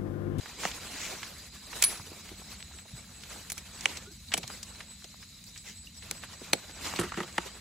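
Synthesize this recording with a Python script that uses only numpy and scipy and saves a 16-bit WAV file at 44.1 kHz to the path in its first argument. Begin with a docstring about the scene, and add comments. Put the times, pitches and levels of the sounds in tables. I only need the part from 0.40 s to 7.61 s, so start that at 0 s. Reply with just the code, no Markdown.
"""Dry leaves rustle and tick as an eel flops among them on a muddy bank at night.
Long metal tongs chase it: the jaws snap, their coil spring rings and buzzes, mud smacks, earth thumps.
At the end the eel drops into a bucket with wet slaps. Contacts are bursts of micro-impacts that ring
a body; rustle is fibres catching and slipping. Crickets sing in the distance over a low rumble."""
import sys
import numpy as np
from scipy import signal
from scipy.fft import rfft, irfft, next_fast_len
from scipy.io import wavfile
from scipy.ndimage import uniform_filter1d

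SR = 44100
rng = np.random.default_rng(int(sys.argv[2]) if len(sys.argv) > 2 else 0)


def unload_audio(sound):
    """Save the sound as a 16-bit wav file, at the path given as the first command line argument."""
    columns = np.transpose(np.atleast_2d(sound))
    # keep every value between -1 and 1, then stretch to whole-number steps
    steps = np.round(np.clip(columns, -1, 1) * 32767)
    wavfile.write(sys.argv[1], SR, steps.astype(np.int16))


N = 317916
TIME_S = np.arange(N) / SR
LEAD_S = .01  # burst start to peak

# jaws snap or hit the ground: t/s, decay/s, contact f/Hz, thud/dB, strike/dB, brightness/dB per register
JAW_SNAPS = [(1.4242, .0052, 7360, -48, -26, 1), (1.4387, 0.0067, 4600, -60, -29, 3),
             (3.1008, 0.0065, 6550, -61, -40.5, 0), (3.1195, 0.0025, 7100, -55.5, -45, 4),
             (3.126, .0045, 14300, -78, -59.5, 8.5), (3.1793, 0.0079, 6120, -71, -42.5, -1.5),
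             (3.4568, 0.0021, 2820, -44, -20, -14), (3.9394, 0.005, 3020, -37, -24, -6),
             (3.977, 0.0067, 2350, -42.5, -39, 1), (5.7116, 0.0018, 6600, -44.5, -38, .5),
             (6.1328, .0036, 4230, -29.5, -22.5, -4)]
# wet slaps in and beside the bucket: columns as JAW_SNAPS
WET_SLAPS = [(.2512, 0.0027, 730, -36, -29.5, -9), (6.5885, 0.006, 2370, -25.5, -32, -9),
             (6.5955, 0.011, 198, -35, -37, 1), (6.611, 0.01, 1450, -34, -36.5, -4),
             (6.631, 0.023, 1500, -33.5, -37, -5.5), (6.772, 0.017, 794, -29.5, -36.5, -9.5),
             (6.802, .0083, 1900, -33, -34.5, -12), (6.832, 0.0039, 3230, -46, -44, -7.5),
             (6.9805, 0.004, 867, -31.5, -25.5, -10.5)]
# tong resonances: f/Hz, width/Hz, level/dB
TONG_MODES = [(444, 60, -16), (814, 220, 13), (1150, 53, -6), (2315, 240, 7), (2540, 170, -1),
              (3220, 780, -4.5), (4350, 110, 1.5), (6000, 970, 0.5), (7790, 170, 4), (9900, 880, 6.5)]
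# bucket resonances: f/Hz, width/Hz, level/dB
BUCKET_MODES = [(214, 87, 12), (354, 33, 21.5), (440, 44, 1.7), (926, 31, 4), (1300, 170, 7.8),
                (1860, 230, 7.2), (2780, 110, 1.3)]
# edges of the thud, knock, clack, click and fizz registers: f/Hz
REGISTER_EDGES = [150, 500, 1300, 3500, 8500, 16000]
# coil spring resonances: f/Hz, level/dB, t60/s
SPRING_MODES = [(2280, -14, .05), (3900, -16, 0.089), (6050, -10, 0.066), (9260, -2, 0.052),
                (9500, -4, 0.059), (10000, -3, .07), (10047, -7, 0.11), (9900, 1, 0.064), (10312, -7, .08),
                (9900, -25, .09), (10500, 4, 0.082), (10520, 2, .08), (9860, 0, .08), (10500, -6, .08),
                (11140, -17, .09), (11680, -17, .2)]
# spring rattles on its seat: t/s, level/dB
SPRING_JOLTS = [(1.4376, -33), (1.445, -24), (1.456, -38), (1.4647, -28)]
# leaf and twig ticks: t/s, level/dB, f/Hz, decay/s
LEAF_TICKS = [(.059, -27.5, 1380, 0.0088), (.234, -19, 1180, 0.024), (.314, -23.5, 3280, 0.0092),
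              (.831, -21.5, 2240, 0.0086), (1.33, -23.5, 1570, 0.011), (2.204, -32, 2540, 0.0086),
              (2.227, -29, 3280, .002), (2.836, -29.5, 3290, .005), (3.409, -24.5, 6600, 0.0045),
              (3.572, -23, 5970, 0.0043), (3.919, -20, 2130, 0.016), (3.97, -25, 2530, .0072),
              (4.032, -23.5, 3220, 0.013), (4.078, -24.5, 7700, 0.0034), (4.23, -22.5, 7200, 0.0068),
              (4.405, -25.5, 1980, 0.012), (4.643, -28.5, 4570, .008), (5.176, -29, 7720, 0.013),
              (5.837, -25.5, 1460, 0.0065), (6.469, -29, 2520, 0.0032), (6.561, -22.5, 4370, .007)]
# smacks of mud and wet skin: t/s, level/dB, f/Hz, decay/s
MUD_SMACKS = [(1.597, -31.5, 950, 0.0068), (1.716, -31, 372, 0.01), (1.915, -30, 334, 0.013),
              (2.017, -37.5, 700, .005), (2.387, -35, 2290, .0081), (2.458, -41.5, 705, .004),
              (2.96, -35.5, 795, 0.005), (3.923, -23, 2390, 0.026), (4.038, -31, 725, .008),
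              (4.101, -27.5, 1090, .004), (4.644, -37.5, 515, 0.0097), (4.827, -36, 1900, 0.011),
              (5.16, -33.5, 2380, 0.013), (5.624, -33.5, 2370, 0.011), (6.013, -28.5, 364, 0.029),
              (6.537, -21, 900, 0.0018), (6.72, -20.5, 1220, .0045), (6.741, -25, 1400, 0.0069)]
# bubbles and drips, and one short squeak played alike: t/s, level/dB, f/Hz, decay/s
BUBBLES = [(2.588, -49, 2230, 0.0036), (3.622, -51, 507, 0.0026), (3.655, -54.5, 1366, 0.015),
           (3.672, -47.5, 388, 0.007), (3.711, -52, 324, 0.0065), (5.471, -40.5, 2780, 0.002),
           (6.561, -35, 4300, .003)]
# thumps on soft earth: t/s, level/dB, f/Hz
TREADS = [(1.597, -41.5, 110), (2.535, -38, 127), (3.981, -38, 175), (4.039, -40.5, 127),
          (6.594, -36.5, 101), (6.606, -34, 150)]
# pushes through the litter: t/s, length/s, rub/dB, crisp hiss/dB
STROKES = [(0, 0.26, -53, -65), (0.236, 0.57, -45.5, -52), (.85, 0.3, -54.5, -58.5),
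           (1.355, 0.16, -43.5, -48.5), (1.577, 0.66, -54.5, -59), (2.34, 1, -57, -63),
           (2.927, 0.037, -51, -56), (3.449, 0.088, -43.5, -51), (4.101, 0.08, -52, -56),
           (4.262, 0.21, -55.5, -63.5), (5.687, 0.615, -53.5, -62.5), (6.464, 0.017, -39.5, -50.5),
           (6.58, 0.045, -44, -56), (6.78, 0.029, -44.5, -57), (6.976, 0.14, -49, -63.5)]
# litter rub: f/Hz, level/dB
RUB_SPECTRUM = [(120, -7), (300, 2.5), (600, 1.5), (1200, 1), (2300, 1), (3800, -3), (5500, -7.5),
                (7700, -2.5), (8500, -14), (16000, -65)]
# crisp leaf hiss: f/Hz, level/dB
CRISP_SPECTRUM = [(1500, -26), (4000, 7), (7000, 2), (8050, 2), (8400, -2.5), (11000, -1.5), (13000, -8.5),
                  (15500, -7), (16200, -41)]
# eel slides over husks and bucket rim: t/s, level/dB, half length/s
SWISHES = [(0.254, -38, 0.043), (0.632, -37.5, 0.066), (1.422, -38, 0.0054), (5.288, -45, 0.039),
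           (6.48, -53, 0.017)]
# husk friction: f/Hz, level/dB
HUSK_SPECTRUM = [(300, -3.5), (1200, -8), (2300, 3.5), (4500, -4), (6000, 1.5), (7500, 1), (8500, -12),
                 (15000, -19)]
# bush cricket bouts: start t/s, end t/s, level/dB
CHIRP_BOUTS = [(.30, 1.9, -59.5), (2.018, 4.6, -51), (5.21, 7.2, -51)]
# lower cricket: t/s, level/dB
TRILL_LEVEL = [(0, -60.5), (1.0, -58), (2.2, -74), (2.5, -73.5), (7.21, -61)]
# far insects: f/Hz, level/dB
CHORUS_SPECTRUM = [(300, -20), (1200, -24), (2200, -6), (3400, -11), (4000, 5.5), (4500, -8), (6000, -17),
                   (7000, 0.5), (7400, -10), (8050, -2), (8350, -67), (12000, -49), (13000, -42)]
# rumble colour: f/Hz, level/dB
RUMBLE_SPECTRUM = [(20, -30), (35, -13), (52, 2), (85, 2.5), (125, -6), (200, -1), (260, -9.5), (350, -28),
                   (700, -95), (2000, -66)]
# rumble swell: t/s, level/dB
RUMBLE_LEVEL = [(0, -60), (.28, -53.5), (.74, -56), (4.28, -55), (4.6, -59.5), (5.8, -55), (6.3, -56.5),
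                (6.63, -49), (7.0, -56.5)]
# left-right likeness, close contacts: f/Hz, coherence/0-1
CLOSE_COHERENCE = [(50, .99), (200, 1), (500, 0.84), (1000, 0.52), (2000, 0.93), (4000, 0.51), (8000, 0.57),
                   (15000, .4)]
# left-right likeness, diffuse sound: f/Hz, coherence/0-1
DIFFUSE_COHERENCE = [(60, 1), (110, 1), (200, 1), (380, 0.68), (700, 0.26), (1290, 0.81), (2380, 1),
                     (4400, 0.15), (8120, 0.64), (15000, 0.62)]
# left lead of the tong contacts: f/Hz, phase/rad
LEFT_LEAD = [(200, -.1), (400, -0.77), (700, -0.88), (1100, -0.81), (1600, -0.23), (2800, 0.31),
             (5000, -1.05), (9000, -1.1), (15000, -.3)]
# left minus right: f/Hz, level/dB
BALANCE = [(200, 0), (350, -.8), (700, -4.5), (1400, -1.2), (2800, -1), (5500, .5), (14000, 0)]


def tongs():
    """Hard jaw contacts ring the metal, with a left-right phase twist."""
    snaps = blows(JAW_SNAPS, TONG_MODES, rise_s=.0014, spread=1, thud_hold=4.2, lag_s=.0003, direct=.94,
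                  contact_db=8, contact_width=.076, top_hz=15400, knock_share=.35, click_db=5)
    phase_rad = at_hz(LEFT_LEAD, bins(snaps)) * np.array([[.5], [-.5]])
    return filtered(snaps, np.exp(1j * phase_rad))


def eel_slaps():
    """A soft, wet body hits ground and bucket."""
    return blows(WET_SLAPS, BUCKET_MODES, rise_s=.0012, spread=.64, thud_hold=.57, lag_s=.00217,
                 direct=.89, contact_db=6.5, contact_width=.13, top_hz=11100, knock_share=.95,
                 click_db=-.5)


def blows(rows, body, rise_s, spread, thud_hold, lag_s, direct, contact_db, contact_width, top_hz,
          knock_share, click_db):
    """Contacts ring the body and their own pitch: weight gives thud, strike clack, hardness treble."""
    out = np.zeros((2, N))
    for s, decay_s, contact_hz, thud_db, strike_db, bright_db in rows:
        sharp = impact_burst(decay_s, rise_s, spread)
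        soft = impact_burst(decay_s * thud_hold, rise_s, spread)
        hz = bins(sharp)
        modes = list(body) + [(contact_hz, contact_hz * contact_width, contact_db)]
        ring = direct + sum(gain(db) / (1 + 2j * (hz - f) / width_hz) for f, width_hz, db in modes)
        ring = ring * squash(hz, lag_s) / (1 + (hz / top_hz) ** 10)
        sharp, soft = stereo(sharp, ring), stereo(soft, ring)
        knock_db = thud_db + knock_share * (strike_db - thud_db)
        bands_db = [thud_db, knock_db, strike_db,
                    strike_db + bright_db + click_db, strike_db + 2 * bright_db]
        for lo, hi, db, drive in zip(REGISTER_EDGES, REGISTER_EDGES[1:], bands_db, [soft] + 4 * [sharp]):
            band = signal.sosfilt(signal.butter(3, [lo, hi], "band", fs=SR, output="sos"), drive)
            add(out, s - LEAD_S, gain(db) * unit_rms(band) * np.sqrt(.01 * SR / band.shape[1]))
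    return out


def impact_burst(decay_s, rise_s, spread, size=4096):
    """Micro-impacts swell and die away; mid and side rows, side scaled by spread."""
    t = np.arange(size) / SR - LEAD_S
    rise_s = min(rise_s, .3 * decay_s)
    envelope = np.exp(-np.maximum(-t / max(rise_s, 1e-4), t / max(decay_s, 3e-4)))
    spectrum = rfft(rng.standard_normal((2, size)) * envelope)
    flattened = irfft(spectrum / np.sqrt(abs(spectrum) + 1e-9), size)
    return flattened * envelope ** .3 * np.array([[1], [spread]])


def squash(hz, lag_s):
    """A soft contact widens as it lands, so lows come later: by lag_s at 500 Hz."""
    return np.exp(-4j * np.pi * lag_s * np.sqrt(500 * hz))


def spring_ring(shimmer_rad=.96, detune=.0033, rise_s=.00035):
    """Each jolt rings the coil's close, beating modes at a slightly different tuning."""
    out, t = np.zeros((2, N)), np.arange(SR // 5) / SR
    for s, jolt_db in SPRING_JOLTS:
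        phases = rng.uniform(0, 2 * np.pi, (len(SPRING_MODES), 1, 1))
        phases = phases + shimmer_rad * rng.standard_normal((len(SPRING_MODES), 2, 1))
        stretch = 1 + detune * rng.standard_normal()
        ring = sum(gain(jolt_db + db - 60 * t / t60_s) * np.sin(2 * np.pi * hz * stretch * t + phase)
                   for (hz, db, t60_s), phase in zip(SPRING_MODES, phases))
        add(out, s, ring * (1 - np.exp(-t / rise_s)))
    return out


def coil_buzz(buzz_db=-10, decay_s=.048):
    """The coil's turns chatter against one another after each jolt."""
    power = sum(gain(2 * db) * (TIME_S > s) * np.exp(-2 * abs(TIME_S - s) / decay_s)
                for s, db in SPRING_JOLTS)
    return gain(buzz_db) * np.sqrt(power) * noise_band(hz=10450, width_hz=1300)


def leaf_ticks():
    """Dry leaves and twigs: broad, sharp pops."""
    faint = scattered(start_s=-.8, end_s=7.5, db=-36, low_hz=2000, high_hz=8000)
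    return pops(list(LEAF_TICKS) + faint, pop_db=-10.5, width_oct=1, rise_s=.00089, lag_s=0)


def mud_smacks():
    """Mud and wet skin: narrower pops, falling in pitch."""
    faint = scattered(start_s=1.5, end_s=5, db=-43, low_hz=652, high_hz=2400)
    return pops(list(MUD_SMACKS) + faint, pop_db=-9.5, width_oct=.65, rise_s=.0019, lag_s=.001956)


def scattered(start_s, end_s, db, low_hz, high_hz, count=12, spread_db=3, decay_s=.004):
    """Pop rows of random time, level and pitch."""
    offsets, sizes, pitches = rng.random((count, 3)).T
    times_s = start_s + (end_s - start_s) * (np.arange(count) + offsets) / count
    return [(s, db + spread_db * (2 * size - 1), low_hz * (high_hz / low_hz) ** pitch, decay_s)
            for s, size, pitch in zip(times_s, sizes, pitches)]


def pops(rows, pop_db, width_oct, rise_s, lag_s, max_decay_s=.012):
    """Small contacts, each a burst with a spectral hump at its pitch."""
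    out = np.zeros((2, N))
    for s, db, centre_hz, decay_s in rows:
        burst = impact_burst(min(decay_s, max_decay_s), rise_s, spread=1)
        hz = bins(burst)
        hump = 1 / (1 + (np.log2((hz + 1) / centre_hz) / width_oct) ** 2)
        tilt_db = at_hz([(100, 18), (400, 9), (8000, 4), (9000, -5), (16000, -12)], hz)
        pop = stereo(burst, hump * squash(hz, lag_s) * gain(tilt_db))
        add(out, s - LEAD_S, gain(db + pop_db) * pop * np.sqrt(.003 * SR / pop.shape[1]))
    return out


def bubbles(climb_per_s=2.7):
    """Bubbles ring, rising in pitch as they near the surface; a short squeak rings the same way."""
    out, t = np.zeros((2, N)), np.arange(SR // 10) / SR
    for s, db, hz, decay_s in BUBBLES:
        envelope = gain(db) * t / decay_s * np.exp(1 - t / decay_s)
        blip = envelope * np.sin(2 * np.pi * hz * (t + climb_per_s * t ** 2 / 2))
        add(out, s, np.array([blip, blip]))
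    return out


def treads(decay_s=.0056):
    """Weight settles on soft earth: a few dull cycles."""
    out, t = np.zeros((2, N)), np.arange(SR // 4) / SR
    for s, db, hz in TREADS:
        thump = gain(db) * t / decay_s * np.exp(1 - t / decay_s) * np.sin(2 * np.pi * hz * t)
        add(out, s, np.array([thump, thump]))
    return out


def rustle(rub_db=1, crisp_db=5.5, clump_db=2.05):
    """Eel and tongs slide through the litter; grains come in clumps."""
    clumps = gain(clump_db * drift(top_hz=16.8))
    rub_gain, crisp_gain = stroke_gains()
    rub = diffuse(clumps * grains(per_s=1500, size_db=1.5, friction=1.52), RUB_SPECTRUM)
    rub = flicker(rub, depth_db=3) * rub_gain
    crisp = diffuse(clumps * grains(per_s=3800, size_db=4, friction=4.1), CRISP_SPECTRUM)
    crisp = flicker(crisp, depth_db=5) * crisp_gain
    return gain(rub_db) * rub + gain(crisp_db) * crisp


def stroke_gains(attack_s=.071, release_s=.074, rest_rub_db=-66.5, rest_crisp_db=-61.5):
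    """Strokes swell, hold and fade; the litter never quite settles."""
    rub_power, crisp_power = gain(rest_rub_db) ** 2, gain(rest_crisp_db) ** 2
    for s, length_s, rub_db, crisp_db in STROKES:
        fade = np.maximum((s - TIME_S) / attack_s, (TIME_S - s - length_s) / release_s)
        push = np.exp(-np.clip(fade, 0, 20))
        rub_power += (gain(rub_db) * push) ** 2
        crisp_power += (gain(crisp_db) * push) ** 2
    return np.sqrt(rub_power), np.sqrt(crisp_power)


def swishes():
    """The eel's short, fast slides swell out of the rustle."""
    swell = sum(gain(db) * np.exp(-((TIME_S - s) / half_s) ** 2) for s, db, half_s in SWISHES)
    husks = diffuse(grains(per_s=3300, size_db=1, friction=.77), HUSK_SPECTRUM)
    return swell * flicker(husks, depth_db=-2)


def grains(per_s, size_db, friction):
    """Fibres catch and slip: tiny clicks over smooth friction."""
    sizes = gain(size_db * np.minimum(rng.exponential(1, N), 4))
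    catches = rng.random(N) < per_s / SR
    clicks = unit_rms(sizes * catches * rng.standard_normal((2, N)))
    return clicks + friction * rng.standard_normal((2, N))


def flicker(x, depth_db):
    """The colour flickers in brief, narrow patches."""
    frames = dict(nperseg=512, noverlap=384)
    spectra = signal.stft(x, **frames)[2]
    patches = uniform_filter1d(rng.standard_normal(spectra.shape[1:]), size=4, axis=0)
    patches = unit_rms(uniform_filter1d(patches, size=7, axis=1))
    return unit_rms(signal.istft(spectra * gain(depth_db * patches), **frames)[1][:, :N])


def bank_echo(x, echo_db=-21, t60_s=.28, gap_s=.005):
    """Earth bank and plants add a faint, short tail."""
    t = np.arange(SR // 3) / SR
    tail = rng.standard_normal((2, len(t))) * gain(-60 * t / t60_s) * (t > gap_s)
    return x + gain(echo_db) * signal.fftconvolve(x, tail / np.linalg.norm(tail[0]), axes=1)[:, :N]


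def bush_cricket(trim_db=-2, period_s=.192, jitter_s=.0093, spread_db=2.2, half_s=.042):
    """Bouts of high chirps on a near-steady beat."""
    envelope = np.zeros(N)
    for start_s, end_s, db in CHIRP_BOUTS:
        for k, (late, loud) in enumerate(rng.standard_normal((16, 2))):
            s = start_s + k * period_s
            if s < end_s:
                fade = ((TIME_S - s - jitter_s * late) / half_s) ** 2
                envelope += gain(db + spread_db * loud) * np.exp(-np.minimum(fade, 20))
    return gain(trim_db) * envelope * noise_band(hz=7890, width_hz=380)


def cricket(trim_db=-3, depth_db=7.2, pulse_hz=7.2):
    """A lower, pulsing trill."""
    pulses = gain(trim_db + depth_db * np.sin(2 * np.pi * pulse_hz * TIME_S))
    return pulses * gain_curve(TRILL_LEVEL) * noise_band(hz=4850, width_hz=300)


def insect_chorus(level_db=-57, waver_db=1.2):
    """Far insects merge into a wavering hiss."""
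    waver = gain(level_db + waver_db * drift(top_hz=8.6))
    return waver * diffuse(rng.standard_normal((2, N)), CHORUS_SPECTRUM)


def rumble(trim_db=2):
    """Low noise that swells and sinks."""
    return gain(trim_db) * gain_curve(RUMBLE_LEVEL) * diffuse(rng.standard_normal((2, N)), RUMBLE_SPECTRUM)


def noise_band(hz, width_hz):
    """A narrow, fuzzy tone."""
    noise = rng.standard_normal((2, N))
    return stereo(noise, 1 / (1 + (2 * (bins(noise) - hz) / width_hz) ** 4), DIFFUSE_COHERENCE)


def drift(top_hz):
    """Slow noise, rms 1."""
    return unit_rms(filtered(rng.standard_normal(N), 1 / (1 + (bins(TIME_S) / top_hz) ** 4)))


def diffuse(x, spectrum):
    """Diffuse stereo with the given spectrum."""
    return stereo(x, gain(at_hz(spectrum, bins(x))), DIFFUSE_COHERENCE)


def stereo(x, response, coherence=CLOSE_COHERENCE):
    """Filters two unrelated rows as mid and side into left and right, rms 1."""
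    alike = np.clip(at_hz(coherence, bins(x)), 0, .998)
    mid, side = filtered(x, response * np.sqrt([1 + alike, 1 - alike]))
    return unit_rms(np.array([mid + side, mid - side]))


def filtered(x, response):
    """Applies a response given at bins(x)."""
    size = next_fast_len(x.shape[-1])
    return irfft(rfft(x, size) * response, size)[..., :x.shape[-1]]


def bins(x):
    """FFT frequencies in Hz."""
    return np.fft.rfftfreq(next_fast_len(x.shape[-1]), 1 / SR)


def at_hz(points, hz):
    """Interpolates over log frequency."""
    f, value = np.transpose(points)
    return np.interp(np.log(hz + 1), np.log(f + 1), value)


def gain_curve(rows):
    """Rows of t/s, level/dB to gain per sample."""
    return gain(np.interp(TIME_S, *np.transpose(rows)))


def gain(db):
    """dB to amplitude."""
    return 10 ** (np.asarray(db) / 20)


def unit_rms(x):
    """Scales to rms 1."""
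    return x / np.sqrt(np.mean(x ** 2) + 1e-20)


def add(mix, s, sound):
    """Mixes in a stereo sound at s seconds."""
    part = mix[:, max(round(s * SR), 0):][:, :sound.shape[1]]
    part += sound[:, :part.shape[1]]


def scene():
    """Tongs, eel and leaves close by; insects all around."""
    contacts = tongs() + eel_slaps() + spring_ring() + coil_buzz()
    contacts += leaf_ticks() + mud_smacks() + bubbles()
    close = bank_echo(contacts) + treads() + rustle() + swishes()
    return close + insect_chorus() + bush_cricket() + cricket() + rumble()


def record(dry):
    """Slight left-right colouring, then a low-pass."""
    balance_db = at_hz(BALANCE, bins(dry)) * np.array([[.5], [-.5]])
    lowpass = signal.firwin(511, cutoff=16100, window=("kaiser", 9), fs=SR)
    return signal.oaconvolve(filtered(dry, gain(balance_db)), lowpass[None], "same")


dry = scene()
out = record(dry)
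unload_audio(out)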